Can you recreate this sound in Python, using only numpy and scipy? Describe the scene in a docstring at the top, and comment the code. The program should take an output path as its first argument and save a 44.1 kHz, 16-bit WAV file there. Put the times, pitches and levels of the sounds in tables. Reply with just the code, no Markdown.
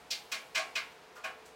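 """Beside a plastic egg incubator: small hard ticks, about 4.5 a second, then a few softer taps.
Each tick swells for some milliseconds as it scatters between the walls, rings the housing and
fades in the room. Heavier contacts add a hollow knock. The fan hums steadily underneath."""
import sys
import numpy as np
from scipy import signal
from scipy.fft import rfft, irfft
from scipy.io import wavfile

SR = 44100
rng = np.random.default_rng(int(sys.argv[2]) if len(sys.argv) > 2 else 0)


def file_out(sig):
    """Save sig as 16-bit WAV at sys.argv[1]."""
    # one column per channel
    cols = np.atleast_2d(sig).T
    # limit, then scale
    lim = np.clip(cols, -1, 1)
    pcm = np.round(lim * 32767).astype(np.int16)
    wavfile.write(sys.argv[1], SR, pcm)


N = 68355


def undb(db):
    """Decibels to gain."""
    return 10 ** (np.asarray(db) / 20)


def unit(x):
    """Scale to rms 1."""
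    return x / np.sqrt(np.mean(x ** 2))


def colour(x, hz, db):
    """Filter by a curve of dB over log frequency."""
    bins_hz = np.fft.rfftfreq(2 * len(x), 1 / SR)
    gain = undb(np.interp(np.log(bins_hz + 1), np.log(hz), db))
    return irfft(rfft(x, 2 * len(x)) * gain)[:len(x)]


def narrow_noise(hz, width_hz):
    """Noise in one steep resonance, rms 1."""
    bins_hz = np.fft.rfftfreq(2 * N, 1 / SR)
    detune = 2 * (bins_hz - hz) / width_hz
    return unit(irfft(rfft(rng.standard_normal(2 * N)) / (1 + detune ** 2))[:N])


def envelope(age_s, swell_s, t60_s):
    """Linear rise, then exponential decay."""
    rise = np.clip(age_s / swell_s, 0, 1)
    return rise * np.exp(-np.log(1000) * np.maximum(age_s - swell_s, 0) / t60_s)


def ring(age_s, modes, swell_s, tilt_db_per_oct=0):
    """Decaying modes, new phases at each strike; the tilt pivots at 1 kHz."""
    phases = rng.uniform(0, 2 * np.pi, len(modes))
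    out = np.zeros(N)
    for (hz, db, t60_s), phase in zip(modes, phases):
        gain = undb(db + tilt_db_per_oct * np.log2(hz / 1000))
        out += gain * np.sin(2 * np.pi * hz * age_s + phase) * envelope(age_s, swell_s, t60_s)
    return out


def fan():
    """Soft rush of air, two steady motor tones and a wavering hum."""
    # Each row: frequency in Hz, relative level in dB.
    air_curve = [(18, -40), (30, -15.5), (134, -19.5), (204, -12.5), (273, -12), (319, -13.5), (437, -4.5),
                 (569, -16), (632, -7.5), (780, -12), (937, -7), (1130, -11.5), (1390, -11), (4300, -20.5),
                 (16000, -40)]
    # Each row: frequency in Hz, level in dB.
    motor_tones = [(439, -67), (721.5, -64.5)]
    # Each row: centre in Hz, width in Hz, level in dB.
    hum_bands = [(66.4, 11, -79), (159.4, 31, -75.5), (444, 15, -70), (509.6, 25.6, -66.5),
                 (616, 8.7, -70.5), (830.5, 10, -70)]
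    t = np.arange(N) / SR
    air = undb(-57) * unit(colour(rng.standard_normal(N), *np.array(air_curve).T))
    motor = sum(undb(db) * np.sin(2 * np.pi * (hz * t + rng.random())) for hz, db in motor_tones)
    hum = sum(undb(db) * narrow_noise(hz, width_hz) for hz, width_hz, db in hum_bands)
    return air + motor + hum


def knocks():
    """Two heavier contacts sound the hollow body; one light touch rings thinly."""
    # Each row: start in seconds, swell in seconds, gain in dB, tilt in dB per octave.
    contacts = [(0.575, .024, -41.5, -10), (1.235, 0.019, -42, -0.5)]
    # Each row of both: frequency in Hz, gain in dB, T60 in seconds.
    body_modes = [(644.4, -0.5, 0.17), (695, -11.5, 0.48), (760, -6, 0.39), (1093, -1, 0.32),
                  (1165, -8, .27), (1478, 1.5, 0.17), (1580, -1.5, 0.17), (1635, -1.5, 0.31),
                  (1744, -8.5, 0.35), (2440, -3, 0.35), (2490, -7, 0.39), (2940, -9, 0.4),
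                  (3100, -11, 0.19), (3910, -11, 0.25)]
    touch_modes = [(1017, -59, .33), (1200, -53, .3), (1275, -58, .22), (1416, -52, .35)]
    t = np.arange(N) / SR
    hollow = sum(undb(db) * ring(t - start_s, body_modes, swell_s, tilt)
                 for start_s, swell_s, db, tilt in contacts)
    touch_start_s = 1.148
    return hollow + ring(t - touch_start_s, touch_modes, swell_s=0.032)


def wall_scatter(noise, age_s, swell_s):
    """Dense reflections between the walls: treble peaks first, lows build up."""
    # Each row: band centre in Hz, spectral density in dB, T60 in seconds.
    bands = [(151, -34, 0.25), (278, -6, 0.57), (425, -11, 0.24), (630, 0, 0.46), (870, -9, 0.9),
             (1065, -2, 0.44), (1650, -2, 0.32), (1960, -4.5, 0.39), (2270, -1, 0.34), (3430, -3, 0.27),
             (5800, 1, 0.21), (7570, -1.5, 0.23), (10600, -7, 0.26), (14400, -2, 0.16)]
    log_centres = np.log([hz for hz, _, _ in bands])
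    log_bins = np.log(np.fft.rfftfreq(N, 1 / SR) + 1)
    spectrum, out = rfft(noise), np.zeros(N)
    for (hz, db, t60_s), selector in zip(bands, np.eye(len(bands))):
        band = irfft(spectrum * np.interp(log_bins, log_centres, selector), N)
        band_swell_s = swell_s * (4000 / hz) ** 0.21
        out += band * undb(db) * envelope(age_s, band_swell_s, t60_s)
    return out


def ticks():
    """Each tick: the part's brief ping, scatter, housing ring and room tail, coloured by hardness."""
    # Each row: start in seconds, swell in seconds, gain in dB, ring gain in dB, ping gain in dB,
    # then gain in dB at each of colour_hz. The first tick is already fading at time zero.
    contacts = [(-0.115, .010, -38.5, -13, -12, 6, -11, 0, 0, -2, -14),
                (0.103, 0.011, -31, -9, -8, -11.5, -14, 0, 7, -6, -13),
                (0.315, 0.0081, -32, -8, -9.5, -5.5, -1, 5, 2.5, -5, -14),
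                (0.546, 0.011, -29.5, -7.5, -11, -5.5, 3, 8, 2, -7.5, -19.5),
                (0.575, 0.0027, -31.5, -3.5, 4, -5.5, -0.5, -9.5, 0, -7.5, -24),
                (0.752, 0.0078, -26.5, -7.5, -5, -11, -3.5, 2, -2, -15, -22.5),
                (1.147, 0.024, -47, -22, -22, -1, 8, -1.5, -9.5, -8.5, -16),
                (1.236, 0.012, -38.5, -18, -4, -1, 7, 7, -4, -9, -16.5),
                (1.450, 0.014, -42.5, -28, -41, -26, -28, -12, -18, -11, -21)]
    colour_hz = [650, 1300, 2400, 4300, 8000, 14000]
    # Each row of both: frequency in Hz, gain in dB, T60 in seconds.
    ping_modes = [(2492, 0, 0.1), (2613, -6, 0.052), (3015, -6, 0.1), (3346, -12, 0.13)]
    housing_modes = [(649.4, -1.5, 0.36), (1093, -1.5, 0.34), (1186, -2.5, 0.19), (1484, -5, 0.16),
                     (1566, -3, 0.21), (1655, -1.5, 0.25), (2093, 1.5, 0.22), (2153, -2.5, 0.19),
                     (2273, -6.5, 0.4), (2414, -5, 0.29), (2795, -8, 0.36), (3103, -5.5, 0.18),
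                     (4020, -3.5, 0.18), (4480, -5.5, 0.18)]
    # Late reverberation. Each row: frequency in Hz, gain in dB.
    room_curve = [(300, -40), (1000, -27), (2500, -24), (6000, -22), (12000, -16)]
    shared = 0.52  # share of the scatter's power alike for all ticks
    t, out = np.arange(N) / SR, np.zeros(N)
    wall_path = rng.standard_normal(N)
    for start_s, swell_s, db, ring_db, ping_db, *colour_db in contacts:
        age_s = t - start_s
        noise = np.sqrt(shared) * np.roll(wall_path, int(start_s * SR))
        noise += np.sqrt(1 - shared) * rng.standard_normal(N)
        scatter = undb(3.5) * wall_scatter(noise, age_s, swell_s)
        ping = undb(ping_db) * ring(age_s, ping_modes, swell_s)
        room = colour(rng.standard_normal(N), *np.array(room_curve).T)
        room *= envelope(age_s, swell_s=0.033, t60_s=1.0)
        housing = 0.5 * undb(ring_db) * ring(age_s, housing_modes, swell_s=0.029)
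        out += undb(db) * colour(scatter + ping + housing + room, colour_hz, colour_db)
    return out


def scene():
    """Ticks and knocks over the fan, mono."""
    return (ticks() + knocks() + fan())[None]


def record(dry):
    """Band limit: 48 Hz to 15.9 kHz."""
    highpass = signal.butter(4, 48, "highpass", fs=SR, output="sos")
    lowpass = signal.ellip(10, .2, 70, 15900, fs=SR, output="sos")
    return signal.sosfilt(lowpass, signal.sosfilt(highpass, dry))


dry = scene()
out = record(dry)
file_out(out)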